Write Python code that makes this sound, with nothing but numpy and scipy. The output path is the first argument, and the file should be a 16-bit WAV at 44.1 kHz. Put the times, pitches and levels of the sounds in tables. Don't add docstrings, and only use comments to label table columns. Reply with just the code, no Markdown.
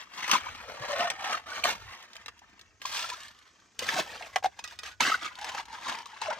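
import sys
import numpy as np
from scipy import signal
from scipy.fft import rfft, irfft, next_fast_len
from scipy.io import wavfile
from scipy.ndimage import uniform_filter1d, map_coordinates

SR = 44100
rng = np.random.default_rng(int(sys.argv[2]) if len(sys.argv) > 2 else 0)


def dump_mix(stems):
    frames = np.atleast_2d(stems).T
    limited = np.clip(frames, -1, 1)
    pcm = np.round(limited * 32767).astype(np.int16)
    wavfile.write(sys.argv[1], SR, pcm)


def invert_db(level):
    return 10 ** (np.asarray(level, dtype=float) / 20)


N = 281799

# time in seconds, flooded pitch in Hz, spray over grind in dB,
# hum over gravel in dB, moved water over grind in dB.
BLADE_STATE = [(0, 1100, -4, -14, -26), (.58, 1150, -7, -7, -19), (.66, 560, -6, -3, -17),
               (.94, 598, -8, -4, -25), (1.05, 698.5, -9, -8, -20), (1.75, 800, -4, -15, -25),
               (2.77, 1100, -9, -18, -16), (2.81, 1100, 3, -12, -27), (3.7, 1150, -5, -12, -28),
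               (3.8, 850, -1, -22, -12), (4.15, 540, -3, -7, -13), (4.5, 762.4, -4, -8, -28),
               (4.7, 1102, -3, -14, -23), (5.02, 1000, -3, -22, -17), (5.28, 1248, -7, -8, -22),
               (5.4, 847.4, -6, -1, -24), (6.22, 950, -6, -5, -21), (6.3, 630, -11, -2, -24)]
# frequency in Hz, level in dB per Hz.
GRIND = [(260, -49), (450, -4.5), (730, -9.5), (1270, -5), (1480, -12), (1630, -2.5), (2600, -8.5),
         (3380, -10), (5720, -120)]
# frequency in Hz, level in dB per Hz.
SPRAY = [(1290, -21.5), (2200, -5.5), (3150, 0), (4680, -3), (6620, -6), (7280, -16), (9000, -19),
         (11700, -40), (19800, -120)]
# frequency in Hz, level in dB per Hz.
MIST = [(5000, -37), (7500, 0.5), (9000, -3), (12000, -2.5), (16000, -7), (16500, -38)]
# frequency in Hz, level in dB per Hz.
SLOSH = [(76, -64), (130, -10), (204, -1), (373, -5), (500, -12.5), (650, -42), (1100, -120)]


def strokes():
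    pitch, lift_db, hum_db, moved_db = curves(BLADE_STATE)
    grind_db = effort()
    spray_db = grind_db + lift_db + 0.1 * (grind_db + 40)
    slosh_db = moved_db + 0.3 * (grind_db + 40)
    mist_db = -13.5 + 0.65 * lift_db
    steel_db = -14 + 0.5 * lift_db
    lapping_db, bubble_db = -75, -9

    jerk_db = jolts() + 0.8 * wobble(45) + 2.0 * wobble(110) + 1.6 * wobble(300)
    unevenness = np.clip(0.75 - 0.05 * lift_db, 0.5, 1.1)
    jerk = unit(invert_db(jerk_db) ** unevenness)

    hollow = hum(pitch, width_hz=230) + 0.3 * hum(1.95 * pitch, width_hz=300)
    stones = swarm(7000, 1408, spread=0.463, cycles=1.4, scatter_db=1.5, length=256)
    rubble = 0.71 * stones + 0.72 * coloured(patchy(2.5), GRIND)
    gravel = above(rubble, 0.75 * pitch, slope=3.75)
    grind = (invert_db(hum_db) * hollow + gravel) / np.sqrt(1 + invert_db(2 * hum_db))

    grit = (rng.random(N) < 0.05) * rng.standard_normal(N) * invert_db(3.4 * rng.standard_normal(N))
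    grit = unit(grit)
    fizz = swarm(9000, 4200, spread=0.306, cycles=3.6, scatter_db=6, length=128)
    spray = unit(coloured(0.76 * grit + 0.5 * patchy(3.5), SPRAY) + 0.5 * fizz)
    steel = invert_db(steel_db + damping(np.arange(N) / SR)) * unit(filtered(grit, ring))
    mist = invert_db(mist_db) * coloured(0.41 * grit + 1.0 * patchy(3), MIST)

    water = unit(coloured(patchy(4.6), SLOSH) * invert_db(2.1 * wobble(30)))
    slosh = (invert_db(slosh_db) + invert_db(lapping_db - grind_db)) * water
    below = 0.9 * grind + slosh + invert_db(bubble_db) * bubbles(pitch)
    return jerk * (invert_db(grind_db - 3.0) * below + invert_db(spray_db - 3.0) * (spray + steel + mist))


# peak time in seconds, grind level in dB,
# rise and fall over 20 dB in seconds.
PUSHES = [(0.001, -42.5, .1, .075), (.2, -36.5, .095, .3), (.335, -23.5, .09, .065), (.926, -34, .17, .09),
          (1.01, -28, .07, .08), (1.109, -36, .15, .07), (1.243, -37, .11, .18), (1.33, -30, .1, .065),
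          (1.53, -38, .09, .22), (1.934, -45.5, .35, .23), (2.163, -50.5, .07, .15), (2.972, -36, .12, .24),
          (3.13, -48, .2, .07), (3.247, -48.5, .18, .14), (3.386, -61, .3, .7), (3.895, -36, .05, .1),
          (3.995, -30, .14, .05), (4.342, -50, .03, .04), (4.72, -47.5, .08, .05), (4.87, -50, .04, .07),
          (5.25, -37, .09, .08), (5.476, -39.5, .16, .18), (5.595, -39, .15, .035), (5.75, -44, .12, .2),
          (5.875, -35.5, .08, .21), (6.136, -48, .08, .2), (6.298, -35, .11, .17)]
# start in seconds, grind level in dB, drag in seconds,
# fall over 20 dB in seconds.
STABS = [(.4, -44, .42, .1), (1.62, -44, .02, .05), (1.645, -27, .05, .055), (2.25, -61, .3, .4),
         (2.822, -51, .02, .05), (2.856, -43, .04, .1), (3.796, -39.5, .08, .1), (4.04, -45.5, .21, .1),
         (4.362, -40, .005, .035), (4.44, -34, .012, .03), (4.49, -62, .1, .1), (4.594, -50, .005, .04),
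         (4.643, -46, .005, .04), (4.76, -58, .005, .04), (4.79, -52, .02, .05), (4.834, -45, .07, .04),
         (.34, -30, .03, .03), (5.006, -28, .01, .15), (5.02, -31, .128, .018), (6.22, -36, .005, .08)]


def effort():
    bite_s, ease_bend, rest_db = 0.006, 1.4, -72
    t = np.arange(0, N / SR, 0.001)
    moves = [(s, db, rise, 0, fall) for s, db, rise, fall in PUSHES]
    moves += [(s, db, bite_s, drag, fall) for s, db, drag, fall in STABS]
    s, db, rise, drag, fall = np.transpose(moves)[:, :, None]
    away = np.maximum(s - t, 0) / rise + np.maximum(t - s - drag, 0) / fall
    power = invert_db(2 * rest_db) + invert_db(2 * (db - 20 * away ** ease_bend)).sum(axis=0)
    return np.interp(np.arange(N) / SR, t, 10 * np.log10(power))


def hum(pitch, width_hz):
    turn = 2 * np.pi * np.cumsum(pitch) / SR
    return unit(wobble(width_hz) * np.cos(turn) + wobble(width_hz) * np.sin(turn))


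def above(x, edge_hz, slope):
    hz, t, z = signal.stft(x, SR, nperseg=512)
    edge = np.interp(t, np.arange(N) / SR, edge_hz)
    cut = np.sqrt(1 + (edge / (hz[:, None] + 1)) ** slope)
    return unit(signal.istft(z / cut, SR, nperseg=512)[1][:N])


def bubbles(lowest_hz):
    when, step, size = rng.random((3, 500))
    pitch = lowest_hz[(when * N).astype(int)] * invert_db(11 * step)
    return unit(grains(when * N / SR, pitch, 3.5 / pitch, invert_db(14 * size), 0.12, length=1024))


# frequency in Hz, level in dB, time to die by 60 dB in seconds.
BLADE = [(1470, -23, 0.21), (1922, -11, 0.11), (2525, -3, 0.067), (2934, -15, 0.11), (3752, -4, 0.061),
         (4382, -15, 0.066), (5055, 0, 0.052), (5959, -4, 0.038), (6487, -14, 0.055), (7386, -11, 0.025),
         (8312, -19, 0.038)]


def ring(f):
    response = 0
    for k, (hz, db, t60) in enumerate(BLADE):
        width = np.log(1000) / np.pi / t60
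        peak = 1j * f * width / (hz * hz - f * f + 1j * f * width)
        response = response + (-1) ** k * invert_db(db) * peak
    return response


def damping(s):
    return np.where((s > 4.55) & (s < 4.93), 6, -12)


# time in seconds, peak in dB, thud over peak in dB.
KNOCKS = [(0.2785, -19, -4), (0.9062, -38, 11), (0.918, -24.5, 5), (0.9832, -27, 1), (1.006, -22, 6),
          (1.3286, -22.5, 7.5), (2.1545, -31, -1.5), (2.2598, -27, -2), (2.2817, -24.5, 2),
          (2.593, -35.5, -5), (2.817, -25, -3), (2.9259, -23, -3), (3.1, -20, -4), (3.8901, -17.5, 6),
          (4.2235, -33, 8), (4.359, -16.5, 10.5), (4.4273, -37, 11), (4.4433, -25.5, 12), (4.591, -29, 1),
          (4.833, -30, 3.5), (5.0283, -32, 2), (5.0794, -27, -1), (5.4445, -23, 0), (6.0575, -30, -4),
          (6.2161, -20, -2)]
# time in seconds, peak in dB.
CRACKS = [(0.2942, -22), (0.3135, -5), (1.1013, -12.5), (1.6395, -12), (2.855, -18.5), (3.7913, -14),
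          (3.8424, -26.5), (3.8677, -25), (4.6398, -24.5), (4.676, -32), (4.789, -26), (5.006, -12),
          (5.6545, -35), (6.303, -27)]


def knocks():
    crack, thud, steel = np.zeros((3, N + SR))
    t = np.arange(SR // 10) / SR
    hz, mode_db, t60 = np.transpose(BLADE)[:, :, None]
    start = 1 - np.exp(-t / 0.0007)
    modes = start * invert_db(mode_db - 60 * t / t60) * np.sin(2 * np.pi * hz * t)
    rattle = start * (invert_db(-60 * t / 0.0083) + 0.16 * invert_db(-60 * t / 0.024))

    # time, peak dB, then thud and ring in dB over the peak
    hits = [(s, db, thud_db, -21) for s, db, thud_db in KNOCKS]
    hits += [(s, db, -15, -20) for s, db in CRACKS]
    for s, db, thud_db, ring_db in hits:
        at = slice(round(s * SR), round(s * SR) + len(t))
        crack[at] += invert_db(db) * rattle * rng.standard_normal(len(t))
        thud[at] += invert_db(db + thud_db - 60 * t / 0.041) * start * rng.standard_normal(len(t))
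        mix_db = 2.3 * rng.standard_normal(len(BLADE))
        steel[at] += invert_db(db + ring_db + damping(s) + mix_db) @ modes

    bright = filtered(crack[:N], lambda hz: invert_db(along(SPRAY, hz)) + invert_db(along(MIST, hz) - 18.5))
    dull = filtered(thud[:N], lambda hz: invert_db(along(GRIND, hz)))
    return invert_db(5) * bright + invert_db(0.5) * dull + steel[:N]


# time in seconds, peak in dB, pitch in Hz.
CATCHES = [(0.072, -44, 1180), (0.187, -34, 1040), (0.441, -31, 1170), (0.467, -34, 993),
           (0.485, -31, 1160), (0.547, -44, 982), (0.613, -42, 1230), (0.696, -37, 1080), (0.792, -41, 735),
           (0.824, -39, 600), (0.844, -40, 630), (0.957, -33, 1080), (0.972, -31, 1120), (1.073, -30, 681),
           (1.187, -40, 751), (1.2, -35, 1220), (1.242, -31, 991), (1.299, -27, 751), (1.464, -46, 1050),
           (1.477, -41, 697), (1.593, -32, 1080), (1.751, -36, 1080), (1.819, -44, 1150),
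           (5.185, -39, 1290), (5.225, -33, 1220), (5.246, -35, 1270), (5.258, -32, 1290),
           (5.277, -31, 1140), (5.31, -41, 988), (5.317, -38, 1040), (5.364, -42, 972), (5.375, -40, 982),
           (5.39, -36, 894), (5.418, -34, 840), (5.445, -32, 875), (5.469, -30, 837), (5.489, -31, 1240),
           (5.517, -34, 972), (5.548, -33, 934), (5.573, -30, 926), (5.597, -31, 904), (5.627, -45, 918),
           (5.652, -48, 912), (5.682, -43, 945), (5.704, -37, 939), (5.784, -41, 1000), (5.812, -40, 945),
           (5.884, -31, 1100), (5.919, -28, 1030), (5.948, -28, 1060), (5.974, -38, 923), (6.001, -42, 988),
           (6.164, -41, 1220)]


def jolts():
    kicks = np.zeros(N)
    u = np.arange(SR // 20) / SR / 0.004
    kicks[(np.transpose(CATCHES)[0] * SR).astype(int)] = 3.5
    return signal.fftconvolve(kicks, u * np.exp(1 - u))[:N]


# time in seconds, pitch in Hz, peak in dB.
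PLINKS = [(0.296, 1150, -22), (0.318, 3060, -17), (0.353, 1000, -17), (0.467, 980, -32), (1.323, 1220, -28),
          (1.639, 2880, -18), (2.283, 1200, -37), (2.853, 1036, -26.5), (3.821, 510, -35),
          (3.89, 2670, -26), (3.993, 1040, -27), (4.21, 984, -40), (4.361, 762, -16), (4.365, 1880, -24),
          (4.445, 764, -15.5), (4.59, 1840, -41), (4.591, 906, -36), (4.668, 1200, -47), (4.711, 1640, -42),
          (4.724, 950, -42), (4.833, 1250, -40), (4.876, 1250, -42), (5.006, 943, -16.5), (5.01, 1330, -25),
          (5.066, 1650, -21), (5.869, 1016, -28), (6.063, 1117, -37), (6.22, 930, -27)]
# time in seconds, pitch in Hz, peak in dB.
POCKETS = [(0.316, 1153, -21.5), (0.895, 578, -30.5), (0.928, 584, -30), (1.0, 705, -27), (1.045, 697, -28),
           (1.333, 1520, -29.5), (1.342, 1245, -27), (1.518, 1490, -33), (1.638, 2366, -22.5),
           (1.642, 702, -28), (1.684, 845, -29.5), (3.041, 1336, -33), (3.117, 983, -35),
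           (3.139, 1280, -38.5), (3.888, 2210, -24.5), (3.889, 1742, -20), (3.962, 728, -26.5),
           (3.986, 659, -25), (4.36, 2505, -27.5), (5.005, 2217, -17), (5.006, 2950, -23),
           (5.035, 2620, -24), (5.118, 1283, -19), (5.223, 1271, -37.5), (5.729, 888, -38),
           (6.131, 880, -43), (6.284, 626, -26)]
# time in seconds, pitch in Hz, peak in dB.
FLECKS = [(.232, 1950, -32), (.243, 1950, -28), (.235, 3250, -34), (.279, 1850, -30), (.314, 5100, -24),
          (.318, 6500, -30), (3.1, 2480, -33), (3.8, 2900, -33), (3.833, 2050, -32), (3.866, 4000, -32),
          (3.872, 5900, -36), (4.078, 1800, -41), (4.078, 3100, -43), (4.093, 1850, -39),
          (4.103, 2550, -41), (4.14, 4200, -41), (4.146, 2650, -43), (4.168, 4600, -43), (4.177, 3150, -39),
          (4.2, 2200, -46), (4.224, 2110, -33), (4.226, 2600, -36), (4.226, 4200, -40), (4.248, 2500, -41),
          (4.265, 2100, -42), (4.33, 2000, -46), (4.341, 2060, -43), (4.641, 6490, -35), (5.445, 3900, -37),
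          (5.47, 3900, -38), (5.87, 3800, -36)]
# time in seconds, pitch in Hz, peak in dB,
# length in seconds, pitch rise as a share.
GULPS = [(.336, 1100, -23, .01, .01), (.346, 1200, -24, .006, .01), (.805, 120, -43, .02, .01),
         (2.419, 800, -49, .008, .05), (3.921, 900, -33, .015, .02), (4.209, 700, -40, .012, .02),
         (4.426, 780, -34, .012, .01), (4.457, 760, -20, .009, .01), (4.9, 1470, -54, .05, .005),
         (5.052, 1650, -19, .005, .01), (5.078, 1660, -20, .007, .01), (5.096, 1650, -25, .006, -.05),
         (5.143, 1380, -21, .008, .05), (6.305, 700, -32, .03, .3), (6.3, 1150, -36, .03, .2)]


def notes():
    out = 0
    for table, cycles, gain_db in ((PLINKS, 2.1, -1.5), (POCKETS, 4.6, -1.5), (FLECKS, 6, -5)):
        s, hz, db = np.transpose(table)
        out = out + grains(s - 0.001, hz, cycles / hz, invert_db(db + gain_db), 0.0052, length=2048)

    s, db, hz = np.transpose(CATCHES)
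    for ratio, gain_db in ((1, -6), (1.97, -13)):
        life = 2.3 / hz / np.sqrt(ratio)
        out = out + grains(s - 0.001, ratio * hz, life, invert_db(db + gain_db), 0.01, length=1024)

    s, hz, db, length, rise = np.transpose(GULPS)
    return out + grains(s - 0.001, hz, 0.3 * length, invert_db(db), rise[:, None], length=4096)


# time in seconds, peak in dB.
DRIPS = [(1.7519, -34), (1.9054, -44), (2.0265, -34), (2.0996, -57), (2.1322, -34.5), (2.166, -32),
         (2.379, -47), (2.3916, -39.5), (2.4967, -52), (2.6126, -39), (3.2047, -33), (3.2328, -30.5),
         (3.2822, -33.5), (3.389, -42), (3.4258, -48), (3.477, -48), (3.6007, -51), (3.748, -55),
         (4.1615, -37), (4.169, -43), (4.177, -43), (4.303, -50), (4.7105, -40), (4.7245, -42),
         (4.7575, -46), (5.166, -36), (5.282, -38), (5.3547, -35), (5.3885, -32), (5.4136, -31.5),
         (5.7284, -36), (5.698, -42), (5.812, -40), (6.02, -40), (6.07, -38), (6.082, -44), (6.278, -38),
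         (2.828, -38)]


def drips():
    ticks = np.zeros(N + SR)
    t = np.arange(SR // 100) / SR
    for s, db in DRIPS:
        tick = invert_db(db + 1.5 - 60 * t / 0.014) * rng.standard_normal(len(t))
        ticks[round(s * SR):][:len(t)] += tick
    return filtered(ticks[:N], lambda hz: invert_db(along(SPRAY, hz)) + invert_db(along(MIST, hz) - 19.5))


# time in seconds, lead in samples, left over right in dB.
LEAD = [(0, 3, 5.5), (.7, 3.5, 3.5), (1.2, 3.5, 3), (1.7, 3.5, 1), (2.4, 3.86, 3), (3.2, 1.5, 3),
        (3.8, 0.44, 2), (5, 0.58, 1.2), (6.4, 1.5, 6)]
# frequency in Hz, left over right in dB.
PORTS = [(200, -4), (1300, 0.5), (2400, -3), (8100, -1.5), (15000, -5.5)]


def ports(x):
    lead, pan_db = curves(LEAD)
    pair = []
    for side in (1, -1):
        shifted = map_coordinates(x, [np.arange(N) + side * lead / 2], order=3)
        pair.append(invert_db(side * pan_db / 2) * shifted)
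    return filtered(np.array(pair), lambda hz: invert_db(np.outer([0.5, -0.5], along(PORTS, hz))))


# frequency in Hz, time to die by 60 dB in seconds, level in dB.
BANK = [(197.5, 0.14, -14), (1000, 0.04, -5), (4170, 0.042, -5.5), (9700, 0.033, -2)]


def bank(x, size=8192):
    count = N // size + 2
    hz, t, z = signal.stft(rng.standard_normal((2, count, SR // 10)), SR, nperseg=128)
    t60 = along([(row[0], row[1]) for row in BANK], hz)[:, None]
    db = along([(row[0], row[2]) for row in BANK], hz)[:, None]
    fade = invert_db(-60 * t / t60)
    fade = fade / np.sqrt(np.sum(fade ** 2, 1, keepdims=True) * 64)
    tail = signal.istft(z * fade * invert_db(db), SR, nperseg=128)[1]
    pieces = np.pad(x, (40, count * size - N - 40)).reshape(1, count, size)
    wet = signal.fftconvolve(pieces, tail, axes=2)
    out = np.pad(wet, ((0, 0), (0, 0), (0, 2 * size - wet.shape[2])))
    joined = out[..., :size] + np.roll(out[..., size:], 1, axis=1)
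    return joined.reshape(2, -1)[:, :N]


# time in seconds, rumble in dB.
WIND = [(0.0, -69), (0.19, -75), (0.34, -58), (1.19, -67), (1.9, -61), (1.97, -77), (2.33, -61),
        (2.35, -73), (3.2, -68), (3.74, -80), (3.83, -61), (4.22, -67), (6.16, -69), (6.39, -65)]
# frequency in Hz, level in dB per Hz.
AIR = [(15, -38), (25, -21), (76, 0.5), (265, 7), (1030, -2), (3310, -6.5), (6340, 6), (8790, -12.5),
       (10100, -56), (11200, -63), (13900, -80), (15100, -63), (16400, -44)]


def air():
    shared, left, right = (coloured(patchy(3), AIR) for _ in range(3))
    hiss = invert_db(-70.5 + 1.5 * wobble(6)) * unit(shared + 0.5 * np.array([left, right]))
    gust = invert_db(curves(WIND)[0] + 3.2 * wobble(11))
    rumble = [(20, -48), (45, 0), (80, 5), (130, -5.5), (200, -43.5)]  # Hz, dB
    low = filtered(rng.standard_normal((3, N)), lambda hz: invert_db(along(rumble, hz)))
    return hiss + gust * unit(low[0] + 0.87 * low[1:])


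def unit(x):
    return x / np.sqrt(np.mean(x ** 2) + 1e-20)


def along(points, hz):
    f, v = np.transpose(points)
    return np.interp(np.log(hz + 1), np.log(f + 1), v)


def curves(rows):
    s, *cols = np.transpose(rows)
    return [np.interp(np.arange(N) / SR, s, c) for c in cols]


def wobble(rate):
    return map_coordinates(rng.standard_normal(4000), [np.arange(N) * rate / SR], order=2)


def filtered(x, response):
    m = next_fast_len(N + 8192)
    return irfft(rfft(x, m) * response(np.fft.rfftfreq(m, 1 / SR)), m)[..., :N]


def coloured(x, spectrum):
    return unit(filtered(x, lambda hz: invert_db(along(spectrum, hz))))


def patchy(depth_db):
    z = signal.stft(rng.standard_normal(N), nperseg=256)[2]
    field = uniform_filter1d(rng.standard_normal(z.shape), size=3, axis=0)
    field = uniform_filter1d(field, size=5, axis=1)
    gain = invert_db(depth_db * np.clip(unit(field), -2, 2))
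    return unit(signal.istft(z * gain, nperseg=256)[1][:N])


def grains(start, hz, life, size, rise, length=1024):
    t = np.arange(length) / SR
    u = t / life[:, None]
    climb = 1 + rise * np.minimum(u, 2) / 2
    wave = np.sin(2 * np.pi * hz[:, None] * t * climb) * u * np.exp(1 - u)
    at = (start * SR).astype(int)[:, None] + np.arange(length)
    return np.bincount(at.ravel(), (size[:, None] * wave).ravel(), N + SR)[:N]


def swarm(count, hz, spread, cycles, scatter_db, length):
    when = rng.random(count) * N / SR
    step, size = rng.standard_normal((2, count))
    pitch = hz * np.exp(spread * np.clip(step, -2, 2))
    level = invert_db(scatter_db * np.clip(size, -2, 2))
    return unit(grains(when, pitch, cycles / pitch, level, 0.089, length=length))


def scene():
    digger = strokes() + knocks() + notes() + drips()
    return invert_db(0.93) * ports(digger) + invert_db(4.3) * bank(digger) + air()


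# frequency in Hz, width in Hz, depth in dB.
HOLES = [(10300, 450, -34), (13900, 480, -36)]


def phone_response(f):
    dip_db = sum(db * np.exp(-((f - hz) / width) ** 4) for hz, width, db in HOLES)
    return invert_db(dip_db) / (1 + (f / 15750) ** 80)


def low_pass(x):
    return signal.sosfilt(signal.butter(12, 16960, fs=SR, output="sos"), x)


def record(dry):
    mix = filtered(dry, phone_response)
    return low_pass(mix)


dry = scene()
out = record(dry)
dump_mix(out)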